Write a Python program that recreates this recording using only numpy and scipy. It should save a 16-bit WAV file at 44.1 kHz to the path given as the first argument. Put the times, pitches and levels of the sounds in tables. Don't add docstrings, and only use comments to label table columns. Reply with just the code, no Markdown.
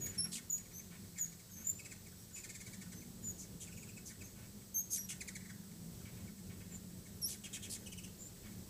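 import sys
import numpy as np
from scipy import signal
from scipy.fft import rfft, irfft, next_fast_len
from scipy.io import wavfile

SR = 44100
rng = np.random.default_rng(int(sys.argv[2]) if len(sys.argv) > 2 else 0)


def store_pcm(level_fs):
    pcm = np.round(np.clip(level_fs, -1, 1) * 32767).astype(np.int16)
    wavfile.write(sys.argv[1], SR, np.atleast_2d(pcm).T)


N = 383229

# (time [s], length [s], first pitch [Hz], middle pitch [Hz], last pitch [Hz], level [dB],
# loudest point [0-1])
SQUEAK_CALLS = [ (.004, 0.11, 6900, 6690, 6960, -40.5, 0.13), (0.176, 0.086, 5470, 5385, 5580, -36.5, 0.37),
                (0.498, 0.079, 6990, 6850, 6800, -33, 0.12), (0.722, 0.084, 5730, 6160, 6290, -51.5, 0.9),
                (1.183, 0.085, 7350, 6800, 6600, -36.5, 0.3), (1.499, 0.17, 6590, 6270, 6580, -54.5, 0.18),
                (1.642, 0.034, 7000, 6990, 7020, -42, 0.7), (1.666, 0.054, 7130, 7154, 7190, -27, 0.25),
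                (2.17, 0.077, 5700, 5600, 5830, -63, 0.3), (2.329, 0.1, 6960, 7070, 7000, -51, 0.35),
                (2.94, 0.088, 6400, 6160, 6150, -61, 0.44), (3.224, 0.092, 6780, 7120, 6730, -40, 0.9),
                (3.749, 0.12, 6780, 6730, 6800, -59.5, 0.15), (4.235, 0.1, 6290, 6620, 6730, -58.5, 0),
                (4.742, 0.083, 6340, 6330, 6600, -34.5, 0.12), (4.897, 0.066, 6400, 6510, 6250, -38, 0.45),
                (4.955, 0.11, 5540, 5800, 5720, -46.5, 0.3), (6.714, 0.054, 7460, 7230, 7180, -51.5, 0.4),
                (7.215, 0.067, 6000, 5400, 6020, -38.5, 0.5), (8.183, 0.12, 7290, 7250, 7200, -53.5, 0.15)]
# (pitch [Hz], level re fundamental [dB])
SQUEAK_OCTAVE = [(5400, 0), (6350, -6), (6800, -13.5), (7200, -15.5)]
def squeaks(flutter_db=4.5):
    out, wobble, flutter = np.zeros((2, N)), walk(900), walk(130)
    for start_s, length_s, first_hz, middle_hz, last_hz, db, peak in SQUEAK_CALLS:
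        u, at = span(start_s, length_s)
        knee_hz = middle_hz + .27 * (first_hz - middle_hz)
        hz = np.interp(u, [0, .2, .45, .85, 1], [first_hz, knee_hz, middle_hz, last_hz, last_hz])
        waver = np.interp(db, [-56, -44], [.022, .007])
        note = voice(hz * (1 + waver * wobble[at]), [0, lookup(middle_hz, SQUEAK_OCTAVE)])
        flutter_gain = undb(flutter_db * np.tanh(flutter[at]))
        add(out, start_s, note * swell(u, peak, power=.65) * flutter_gain, db)
    return out


# (time [s], length [s], top pitch [Hz], last dip [Hz], level [dB], overtone boost [dB])
BUZZ_CALLS = [ (0.315, 0.079, 5210, 1602, -46.5, 0), (2.35, 0.048, 2710, 1985, -59, 1),
              (3.376, 0.076, 6830, 5150, -53.5, -1), (3.599, 0.051, 3794, 2270, -57, 3),
              (4.054, 0.052, 6500, 4470, -52, 1.5), (4.904, 0.083, 6710, 2298, -47, 8),
              (5.087, 0.048, 3506, 1954, -49, 1), (7.274, 0.08, 5810, 1706, -50, 2.5),
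              (7.436, 0.04, 3585, 1670, -49, -5), (7.528, 0.051, 3814, 1717, -47, -2.5),
              (7.622, 0.049, 3700, 1930, -50, -4), (7.695, 0.074, 5300, 2200, -49, 3.5)]
def buzzes(trill_hz=80, droop=.35, first_depth=.26):
    out, jitter, stumble = np.zeros((2, N)), walk(3500), walk(150)
    for start_s, length_s, top_hz, last_dip_hz, db, bright_db in BUZZ_CALLS:
        u, at = span(start_s, length_s)
        trill_rad = np.pi * trill_hz * u * length_s + .28 * stumble[at]
        plunge = (1 - np.abs(np.cos(trill_rad))) ** .6
        crest_hz = top_hz * (1 - droop * u ** 5)
        first_dip_hz = top_hz * (last_dip_hz / top_hz) ** first_depth
        dip_hz = first_dip_hz + (last_dip_hz - first_dip_hz) * u ** 1.3
        hz = crest_hz + (dip_hz - crest_hz) * plunge
        rough = .09 + .09 * plunge
        note = harsh_voice(hz * (1 + rough * jitter[at]), bright_db)
        add(out, start_s, note * swell(u, peak=.24, power=.65), db)
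        chip(out, start_s + length_s - .017, pitch_hz=1950, db=db - 13, bright_db=-9, jitter=jitter)
    return out


# (time [s], chips [count], gap [s], last chip's delay [s], first pitch [Hz],
# last pitch [Hz], first level [dB], last level [dB], overtone boost [dB])
CHIP_RUNS = [ (.594, 4, 0.055, 0.032, 2010, 2215, -67.5, -66, -5),
             (1.248, 3, .068, 0.0049, 2080, 2084, -67, -67, 1.5),
             (1.785, 3, .0605, 0.0025, 2520, 2220, -55, -54.5, -2.5),
             (2.433, 8, 0.055, 0.098, 2197, 1940, -55.5, -60, 0.5),
             (3.665, 6, 0.05, 0.048, 2514, 2487, -60.5, -58, -3),
             (5.205, 3, .071, 0.0037, 2230, 2030, -47.5, -50, -2.5),
             (5.402, 3, .043, 0.00088, 2010, 1873, -63, -55, -7),
             (7.86, 4, .0575, 0.0024, 2890, 2843, -50.5, -51, -4)]
# (time [s], pitch [Hz], level [dB], overtone boost [dB])
LONE_CHIPS = [ (0.055, 2045, -55.5, -1), (.14, 1944, -63.5, 1), (1.155, 2080, -61, -7),
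              (1.174, 2046, -54, -2), (2.057, 2180, -64, -0.5), (3.01, 2230, -64, -5),
              (4.102, 1954, -60, -4), (4.206, 2457, -58, -2.5), (6.272, 2090, -64, -16),
              (7.052, 1980, -65.5, -2)]
def chips():
    out, jitter = np.zeros((2, N)), walk(2500)
    for start_s, count, gap_s, drag_s, first_hz, last_hz, first_db, last_db, bright_db in CHIP_RUNS:
        for k, u in enumerate(np.linspace(0, 1, round(count))):
            pitch_hz = first_hz + (last_hz - first_hz) * u
            db = first_db + (last_db - first_db) * u
            chip(out, start_s + k * gap_s + drag_s * u ** 5, pitch_hz, db, bright_db, jitter)
    for start_s, pitch_hz, db, bright_db in LONE_CHIPS:
        chip(out, start_s, pitch_hz, db, bright_db, jitter)
    return out


def chip(out, start_s, pitch_hz, db, bright_db, jitter, length_s=.019):
    u, at = span(start_s, length_s)
    rough = np.interp(db, [-54, -48], [.055, .012]) + .08 * u ** 2
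    hold = np.interp(pitch_hz, [2200, 2900], [1.3, 3.2])
    drop = .418 * np.interp(pitch_hz, [2250, 2550], [1, .6])
    hz = pitch_hz * (1 + drop * (1 / (1 + hold) - u ** hold))
    note = harsh_voice(hz * (1 + rough * jitter[at]), bright_db)
    add(out, start_s, note * swell(u, peak=.6, power=.45), db)


HARSH_OVERTONES_DB = [0.014, 0.5, -1.7, 0.5]
# (frequency [Hz], gain [dB])
THROAT_RESPONSE = [(1500, 3.5), (2500, 0), (4000, -1.5), (5500, 1), (7500, 8), (9500, -2), (11000, -0.5),
                   (12500, -12.5), (15000, -17)]
def harsh_voice(hz, bright_db):
    return voice(hz, [0, *(bright_db + np.array(HARSH_OVERTONES_DB))], THROAT_RESPONSE)


# (time [s], length [s], centre [Hz], level [dB])
FAINT_BURSTS = [(0.006, 0.22, 1880, -67), (0.238, 0.036, 1540, -60), (0.577, 0.0078, 7150, -49),
                (0.904, 0.064, 1890, -64.5), (1.556, 0.15, 1790, -70), (4.353, 0.11, 1750, -69),
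                (6.047, 0.049, 1900, -63), (6.163, 0.056, 1970, -68), (6.496, 0.04, 2030, -65),
                (6.599, 0.026, 1950, -63.5), (6.7, 0.056, 2000, -67.5), (8.432, 0.055, 1680, -64)]
def faint_chips_and_rustles(q=2.04):
    out = np.zeros((2, N))
    grains = unit(rng.standard_normal(N) * undb(2.4 * walk(370)))
    for start_s, length_s, centre_hz, db in FAINT_BURSTS:
        u, at = span(start_s, length_s)
        burst = signal.lfilter(*signal.iirpeak(centre_hz, q, fs=SR), grains[at])
        add(out, start_s, unit(burst) * swell(u, peak=.14, power=.19), db)
    return out


def porch(calls, early_s=.018, bright_t60_s=.32, dull_t60_s=.33):
    direct, sent = calls
    t = np.arange(SR // 2) / SR
    bright, dull = rng.standard_normal((2, len(t))) * (1 - np.exp(-t / .012))
    bright = unit(bright * undb(-60 * t / bright_t60_s))
    dull = unit(dull * undb(-60 * t / dull_t60_s))
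    dull = signal.sosfilt(signal.butter(2, 3000, fs=SR, output="sos"), dull)
    early = np.zeros(len(t))
    lags_s = rng.uniform(.1, 1, size=24) * early_s
    early[(lags_s * SR).astype(int)] = np.exp(-lags_s / early_s) * rng.choice([-1, 1], size=24)
    echoes = undb(2) * unit(early) + undb(-6) * bright + undb(-2.5) * dull
    return direct + signal.fftconvolve(sent, echoes / np.sqrt(len(t)))[:N]


# (wingbeat [Hz], relative level [dB])
HOVERING_BIRDS = [(47.97, -2.5), (44.95, 5.5), (52.75, 1)]
WINGBEAT_HARMONICS_DB = [-19, -13, -6.5, 6, -8, -16.5, -33, -15]
# (time [s], relative level [dB])
WING_ENVELOPE = [(0.0, -60), (0.16, -55.5), (0.68, -63.5), (0.92, -56), (1.44, -63.5), (1.52, -60),
                 (2.56, -66.5), (2.84, -53.5), (4.88, -61), (5.48, -54.5), (7.48, -55), (7.84, -59),
                 (8.08, -50.5), (8.2, -61), (8.4, -61.5), (8.6, -53), (8.68, -65)]
def wing_hum(gain_db=1, dart_db=2.5, flutter_db=2.5):
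    wings = 0
    for hz, db in HOVERING_BIRDS:
        beat_hz = hz * (1 + .036 * walk(5) + .03034 * walk(40))
        bird_db = db + dart_db * walk(7.2) + flutter_db * walk(25)
        wings = wings + voice(beat_hz, WINGBEAT_HARMONICS_DB) * undb(bird_db)
    return unit(wings) * undb(lookup(np.arange(N) / SR, WING_ENVELOPE) + gain_db)


# (frequency [Hz], relative density [dB])
RUMBLE_SPECTRUM = [(20, -20), (40, -6), (68, -7), (100, 3), (135, -4.5), (185, -8.5), (250, -12),
                   (400, -13), (700, -24.5), (1400, -35.5), (4000, -34)]
# (time [s], relative level [dB])
RUMBLE_ENVELOPE = [(0.0, -50.5), (0.24, -58), (0.92, -59), (1.28, -63), (1.68, -59.5), (3.16, -58.5),
                   (3.24, -56), (4.2, -58.5), (4.36, -55.5), (4.68, -60.5), (5.28, -56.5), (5.44, -61),
                   (6.2, -54), (6.36, -60), (6.48, -55.5), (8.24, -57), (8.68, -53)]
def far_rumble(gain_db=1, surge_db=1.5):
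    db = lookup(np.arange(N) / SR, RUMBLE_ENVELOPE) + gain_db + surge_db * walk(20)
    return undb(db) * noise(RUMBLE_SPECTRUM)


def far_chips(count=40, centre_hz=1750, spread=.161, level_db=-70, bright_db=-4):
    out, jitter = np.zeros((2, N)), walk(2500)
    for k, (shift, detune, loudness) in enumerate(rng.uniform(-1, 1, (count, 3))):
        start_s = (k + (1 + shift) / 2) / count * N / SR
        chip(out, start_s, centre_hz * (1 + spread * detune), level_db + 2 * loudness, bright_db, jitter)
    return out


# (frequency [Hz], relative density [dB])
GARDEN_SPECTRUM = [(300, -9), (900, -3.5), (1600, -4.5), (2800, -7), (4200, -.5), (6000, 1), (8000, 1),
                   (9000, -3.7), (11500, -3.5), (15000, 0), (18000, -20)]
def garden_hiss(level_db=-61.5, breeze_db=.35):
    return undb(level_db + breeze_db * walk(2)) * noise(GARDEN_SPECTRUM)


# (frequency [Hz], relative density [dB])
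INSECT_SPECTRUM = [(5000, -32), (7300, -19.5), (7950, -2.5), (8280, -6), (8700, -41), (11000, -62)]
def insects(level_db=-68):
    return noise(INSECT_SPECTRUM) * undb(level_db + walk(23))


def voice(hz, harmonics_db, response=((1, 0), (2, 0))):
    phase = 2 * np.pi * np.cumsum(hz) / SR
    out = 0
    for k, db in enumerate(harmonics_db, 1):
        audible = np.clip((18900 - k * hz) / 1000, 0, 1)
        out = out + undb(db + lookup(k * hz, response)) * audible * np.sin(k * phase)
    return out


def add(track, start_s, sound, db):
    i = max(int(start_s * SR), 0)
    send = np.interp(db, [-56, -48], [.82, .38])
    track[:, i:i + len(sound)] += np.outer([np.sqrt(1 - send ** 2), send], undb(db) * sound[:N - i])


def noise(spectrum):
    hz, db = np.transpose(spectrum)
    size = next_fast_len(N, real=True)
    bins_hz = np.fft.rfftfreq(size, 1 / SR) + 1
    gain = undb(np.interp(np.log(bins_hz), np.log(hz), db))
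    return unit(irfft(rfft(rng.standard_normal(size)) * gain, size)[:N])


def walk(rate_hz):
    steps = np.arange(N) * rate_hz / SR
    return np.interp(steps, np.arange(N // 4), rng.standard_normal(N // 4)) * np.sqrt(3 / 2)


def span(start_s, length_s):
    count = max(int(length_s * SR), 16)
    return np.linspace(0, 1, count), (int(start_s * SR) + np.arange(count)) % N


def swell(u, peak, power):
    skewed = np.interp(u, [0, np.clip(peak, .05, .95), 1], [0, .5, 1])
    return np.sin(np.pi * skewed).clip(0) ** power


def lookup(x, points):
    return np.interp(x, *np.transpose(points))


def undb(db):
    return 10 ** (np.asarray(db) / 20)


def unit(x):
    return x / np.sqrt(np.mean(x ** 2) + 1e-18)


def scene():
    calls = squeaks() + buzzes() + chips() + far_chips() + faint_chips_and_rustles()
    return (porch(calls) + wing_hum() + far_rumble() + garden_hiss() + insects())[None]


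def record(dry):
    return signal.sosfilt(signal.ellip(10, .2, 70, 15400, fs=SR, output="sos"), dry)


dry = scene()
out = record(dry)
store_pcm(out)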